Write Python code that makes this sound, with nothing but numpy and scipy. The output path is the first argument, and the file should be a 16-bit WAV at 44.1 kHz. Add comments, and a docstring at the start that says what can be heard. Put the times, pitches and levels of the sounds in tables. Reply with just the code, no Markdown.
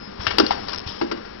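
"""In a workshop, an automatic labeling machine handles one plastic jar.
Air cylinders hiss and clack against their stops; the impacts excite the damped modes of steel
brackets and frame, and reverberate. A slide thuds, the feed motor whines and the label crackles
as it is pressed on. Motors and conveyor hum throughout. The right microphone faces away and
hears it all later and duller."""
import sys
import numpy as np
from scipy import signal
from scipy.fft import rfft, irfft
from scipy.io import wavfile

SR = 44100
rng = np.random.default_rng(int(sys.argv[2]) if len(sys.argv) > 2 else 0)


def transcribe(u):
    """Save the signal u as a 16-bit wav file named by the first command-line argument.

    u: samples, shape (n,) or (channels, n), limited to [-1, 1]; the rate is SR.
    q: integer samples, one column per channel.
    """
    v = np.clip(np.atleast_2d(u).T, -1, 1)
    q = np.round(v * 32767).astype(np.int16)
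    wavfile.write(sys.argv[1], SR, q)


N = 61739
T = np.arange(N) / SR
HZ = np.maximum(np.arange(N // 2 + 1) * SR / N, 1)

# Levels in the tables are relative.
# metal parts hitting their stops: start_s, body_db, clatter_db, edge_db, t60_s, rise_s
IMPACTS = [(0.197, -30, -32.5, -48.5, 0.18, 0.0038), (0.2666, -15.5, -11.5, -15.5, 0.073, .001),
           (.302, -20.5, -18.5, -20, 0.051, 0.0074), (.3835, -9, -8.5, -1.5, 0.027, 0.00044),
           (0.3976, -9, -16, -5, .055, 0.00096), (0.441, -29, -30, -34, 0.037, .003),
           (.4636, -44.5, -26, -17.5, .03, .001), (.5075, -25, -22, -16, 0.027, 0.00059),
           (0.512, -19, -24, -21, 0.1, 0.0044), (0.6835, -25, -30.5, -18.5, 0.12, 0.00076),
           (0.712, -32, -35, -35.5, .1, 0.0066), (0.729, -21.5, -27.5, -20, .03, 0.0077),
           (0.874, -32.5, -31, -22.5, .04, 0.0014), (1.011, -18, -24.5, -22.5, 0.057, .004),
           (1.1129, -21.5, -22.5, -21, 0.054, .002), (1.119, -27, -32, -34, 0.038, 0.0017),
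           (1.171, -29.5, -49, -31, 0.031, 0.00238), (1.25, -37.5, -42, -33.5, 0.066, 0.00073)]
# body, clatter and edge bands of an impact: low_hz, high_hz
IMPACT_BANDS = [(480, 1520), (1600, 3370), (4200, 7440)]
# modes of the steel brackets: pitch_hz, level_db, t60_s
BRACKET_MODES = [(813, -11, 0.11), (984.5, -4, 0.12), (1164, -2, 0.04), (1361, -6, 0.083),
                 (1565, -16.5, 0.42), (1816, -12, 0.23), (2480, -16, 0.3), (2820, -7, .12),
                 (2910, -16.5, 0.29), (3650, -23, 0.32), (4676, -8.5, 0.07), (4540, -11.5, 0.14),
                 (4670, -26, 0.052), (5353, -28, 0.22)]
# blows that reach the frame: start_s, level_db, pitch_ratio
FRAME_BLOWS = [(0.3829, -13.5, 1.08), (.397, -9, 1.0), (1.0128, -14, 1.085), (1.113, -20.5, 1.09),
               (1.168, -32.5, 1.04)]
# modes of the frame: pitch_hz, level_db, t60_s, rise_s
FRAME_MODES = [(214.2, -13, 0.16, .026), (266.6, -9.5, .07, 0.036), (314.5, 1, .15, 0.0071),
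               (402.6, -6, 0.14, 0.0022), (431, -7, 0.11, 0.0046), (483.7, -6.5, 0.076, 0.0013),
               (582, -15.5, 0.16, 0.0012)]
# rattle of loose panels: frequency_hz, level_db
PANEL_SPECTRUM = [(150, -47), (250, -19.5), (330, -13.5), (480, -8.5), (700, -35), (2000, -56)]
# notes of small parts: start_s, pitch_hz, level_db, t60_s
PART_TAPS = [(.464, 4730, -9, .02), (0.4647, 4363, -10, 0.0173), (.508, 801, -4.5, 0.033),
             (0.507, 952, -11, 0.035), (.509, 690, -13.5, 0.024)]
# jolts of the slide: start_s, pitch_hz, level_db
SLIDE_THUDS = [(.193, 80, -21.5), (0.27, 92, -21), (0.427, 77.5, -29.5), (0.514, 70, -26.5),
               (0.862, 80.5, -20), (0.888, 100.5, -28), (1.012, 104, -31.5)]
# snaps of the label: start_s, level_db
LABEL_SNAPS = [(0.732, -12), (0.746, -13), (0.76, -14), (.778, -16), (0.784, -12), (0.793, -16.5),
               (0.802, -21), (0.8157, -24)]
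# modes of the stiff label film: pitch_hz, level_db, t60_s
FILM_MODES = [(2900, -19, 0.0024), (4300, -13, 0.0052), (5310, 1.5, 0.0057)]
# air venting from the valves: start_s, length_s, level_db
VALVE_PUFFS = [(0.189, 0.13, -28.5), (0.455, 0.069, -27), (0.585, 0.17, -39), (0.666, 0.053, -29),
               (0.856, 0.044, -23.5), (0.928, 0.089, -31.5)]
# hiss of the air: frequency_hz, level_db
AIR_SPECTRUM = [(200, -5.5), (900, -1.5), (2000, -19), (3200, 2), (4300, -3), (5300, 7), (6200, 0)]
# runs of the label feed motor: start_s, length_s, pitch_hz, level_db
FEED_RUNS = [(-.02, 0.093, 5096, -38), (0.187, 0.037, 5530, -34.5), (0.551, .11, 5230, -41)]
# running noise of motors and conveyor: frequency_hz, level_db
RUNNING_SPECTRUM = [(25, -6.5), (55, -2.5), (100, -6.5), (150, -7.5), (210, -1), (300, -1.5), (450, 1.5),
                    (600, -3.5), (1000, -4), (1500, -7), (2200, -9), (3500, -14.5), (5200, -10.5),
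                    (6200, -12.5)]
# course of that noise: time_s, level_db
RUNNING_ENVELOPE = [(0, -34.5), (.17, -34), (.3, -26.5), (.58, -28.5), (.75, -30.5), (.83, -32), (.95, -32),
                    (1.2, -33.5), (1.4, -34.5)]
# motor hum: pitch_hz, level_db
HUM_LINES = [(101, -57.5), (204, -47.5), (1200, -56.5), (1394, -53.5), (1658, -56)]
# reverberation: frequency_hz, level_db
ROOM_SPECTRUM = [(100, -15.5), (320, -9.5), (500, 7), (1000, -4), (2500, -1.5), (5000, -5.5)]
# likeness of left and right: frequency_hz, correlation
COHERENCE = [(100, 1), (500, 0.88), (1100, 1), (2200, 0.9), (5000, 0.57)]
# shading of the far microphone: frequency_hz, gain_db
FAR_SHADING = [(300, -0.5), (750, -2), (1300, -3.5), (2300, 0.5), (4500, -1)]

CLACK_HOLD_S, CLACK_DB, BRACKET_DB, BRACKET_SPREAD_DB = 0.001, -2, -5, 2
PANEL_DB, FRAME_LOW_HZ = -13.5, 185.2
WHINE_FADE_S, WHINE_WOBBLE_HZ, HUM_HALF_WIDTH_HZ = 0.038, 18, 13
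ROOM_DB, ROOM_T60_S, ROOM_DELAY_S = -14, 0.53, 0.0064
FAR_LAG_S, FAR_CORNER_HZ, FAR_DB = 0.00054, 367, 2
MIC_TOP_HZ, CUTOFF_HZ = 5600, 16000


def clacks():
    """Impact excitation: a brief contact sets off modes so dense that they decay as bands of noise."""
    out = np.zeros((2, N))
    for band, (low, high) in enumerate(IMPACT_BANDS):
        power = sum((from_db(dbs[band]) * swell(start, rise) * decay(start, t60, rise + CLACK_HOLD_S))**2
                    for start, *dbs, t60, rise in IMPACTS)
        passband = 1 / np.sqrt((1 + (low / HZ) ** 10) * (1 + (HZ / high) ** 10))
        out += from_db(CLACK_DB) * np.sqrt(power) * noise(passband)
    return out


def brackets():
    """Resonance: each bracket mode is a damped oscillator, kicked as each impact peaks."""
    out = np.zeros((2, N))
    starts, *band_dbs, _, rises = np.transpose(IMPACTS)
    peak_samples = ((starts + rises) * SR).astype(int)
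    for hz, db, t60 in BRACKET_MODES:
        band = sum(hz > low for low, _ in IMPACT_BANDS[1:])
        scatter_db = rng.normal(0, BRACKET_SPREAD_DB, len(starts))
        kicks = np.zeros(N)
        kicks[peak_samples] = from_db(band_dbs[band] + db + BRACKET_DB + scatter_db)
        radius, angle = np.exp(-np.log(1000) / (t60 * SR)), 2 * np.pi * hz / SR
        feedback = [1, -2 * radius * np.cos(angle), radius ** 2]
        out += rng.choice([-1, 1]) * signal.lfilter([0.5, 0, -0.5], feedback, kicks + 1e-18)
    return out


def frame():
    """Modal superposition: the struck frame rings and its panels rattle, radiating little deep bass."""
    modes = sum(from_db(db + mode_db) * swell(start, rise) * ring(start, hz * ratio, t60, hold=rise)
                for start, db, ratio in FRAME_BLOWS for hz, mode_db, t60, rise in FRAME_MODES)
    shake = sum(from_db(db + PANEL_DB) * swell(start, rise=0.0023) * decay(start, t60=0.12, hold=0.014)
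                for start, db, _ in FRAME_BLOWS)
    panels = shake * noise(from_db(spectrum(PANEL_SPECTRUM)))
    return highpass(modes + panels, FRAME_LOW_HZ)


def small_parts():
    """Free vibration: each tapped part sounds one quickly damped mode."""
    notes = sum(from_db(db) * ring(start, hz, t60) for start, hz, db, t60 in PART_TAPS)
    return highpass(notes, corner_hz=450)


def slide():
    """Inertial reaction: the slide starts and stops, shaking the table at a low pitch."""
    return sum(from_db(db) * ring(start, hz, t60=0.065) * swell(start, rise=0.0044)
               for start, hz, db in SLIDE_THUDS)


def label():
    """Impulse response: each snap excites the high, heavily damped modes of the film."""
    return sum(from_db(db + mode_db) * ring(start, hz, t60)
               for start, db in LABEL_SNAPS for hz, mode_db, t60 in FILM_MODES)


def air_valves():
    """Turbulence: venting air hisses in puffs which, being incoherent, add in power."""
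    power = sum((from_db(db) * swell(start, rise=0.018) * decay(start, t60=0.27, hold=length)) ** 2
                for start, length, db in VALVE_PUFFS)
    return np.sqrt(power) * noise(from_db(spectrum(AIR_SPECTRUM)))


def feed_motor():
    """Frequency modulation: a thin whine wavers at random while the motor turns."""
    wobble = WHINE_WOBBLE_HZ * noise(1 / (1 + (HZ / 60) ** 2))[0]
    out = np.zeros(N)
    for start, length, hz, db in FEED_RUNS:
        envelope = swell(start, WHINE_FADE_S) * (1 - swell(start + length, WHINE_FADE_S))
        out += from_db(db) * envelope * np.sin(2 * np.pi * np.cumsum(hz + wobble) / SR)
    return out


def motors_and_conveyor():
    """Line and continuous spectra: narrow, unsteady hum lines stand on broad running noise."""
    envelope = from_db(np.interp(T, *np.transpose(RUNNING_ENVELOPE)))
    running = envelope * noise(from_db(spectrum(RUNNING_SPECTRUM)))
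    hum = sum(from_db(db) * noise(1 / (1 + ((HZ - hz) / HUM_HALF_WIDTH_HZ) ** 2)) for hz, db in HUM_LINES)
    return running + hum


def workshop(sound):
    """Reverberation: reflections from panels and walls merge into a diffuse, decaying tail."""
    tail = noise(from_db(spectrum(ROOM_SPECTRUM))) * decay(ROOM_DELAY_S, ROOM_T60_S)
    tail /= np.sqrt(np.sum(tail ** 2) / 2)
    return from_db(ROOM_DB) * signal.fftconvolve(sound, tail, axes=1)[:, :N]


def from_db(db):
    """Decibel law: 20 dB is tenfold amplitude."""
    return 10 ** (np.asarray(db) / 20)


def spectrum(points):
    """Interpolation of a table over log frequency."""
    hz, value = np.transpose(points)
    return np.interp(np.log(HZ), np.log(hz), value)


def noise(gain):
    """Partial coherence: shaped stereo noise of rms 1, its two sides most alike in the bass."""
    mid, side = rfft(rng.standard_normal((2, N)))
    alike = np.clip(spectrum(COHERENCE), 0, 1)
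    x = irfft(gain * (np.sqrt(1 + alike) * mid + np.sqrt(1 - alike) * side * [[1], [-1]]), N)
    return x / np.sqrt(np.mean(x ** 2))


def swell(start, rise):
    """Linear onset: 0 to 1 in rise seconds."""
    return np.clip((T - start) / rise, 0, 1)


def decay(start, t60, hold=0):
    """Exponential damping: a step to 1, a hold, then a fall of 60 dB every t60 seconds."""
    nepers = np.log(1000) * np.maximum(T - start - hold, 0) / t60
    return (T >= start) * np.exp(-np.minimum(nepers, 40))


def ring(start, hz, t60, hold=0):
    """Damped harmonic motion of one struck mode."""
    return decay(start, t60, hold) * np.sin(2 * np.pi * hz * (T - start))


def highpass(sound, corner_hz):
    """Second-order roll-off: the bass falls 12 dB per octave."""
    return signal.sosfilt(signal.butter(2, corner_hz, "high", fs=SR, output="sos"), sound)


def scene():
    """Superposition: all sources add, and the blows also reverberate."""
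    blows = clacks() + brackets() + frame() + small_parts()
    return blows + workshop(blows) + slide() + label() + air_valves() + feed_motor() + motors_and_conveyor()


def record(dry):
    """Delay and shadowing: the far microphone is late and dull; both lose top treble and clip at 1."""
    near, far = dry
    far = np.interp(T - FAR_LAG_S, T, far)
    far = signal.lfilter(*signal.butter(1, FAR_CORNER_HZ, fs=SR), far)
    far = from_db(FAR_DB) * irfft(rfft(far) * from_db(spectrum(FAR_SHADING)), N)
    pair = signal.sosfilt(signal.ellip(10, 0.3, 80, MIC_TOP_HZ, fs=SR, output="sos"), [near, far])
    return signal.sosfilt(signal.butter(12, CUTOFF_HZ, fs=SR, output="sos"), np.clip(pair, -1, 1))


dry = scene()
out = record(dry)
transcribe(out)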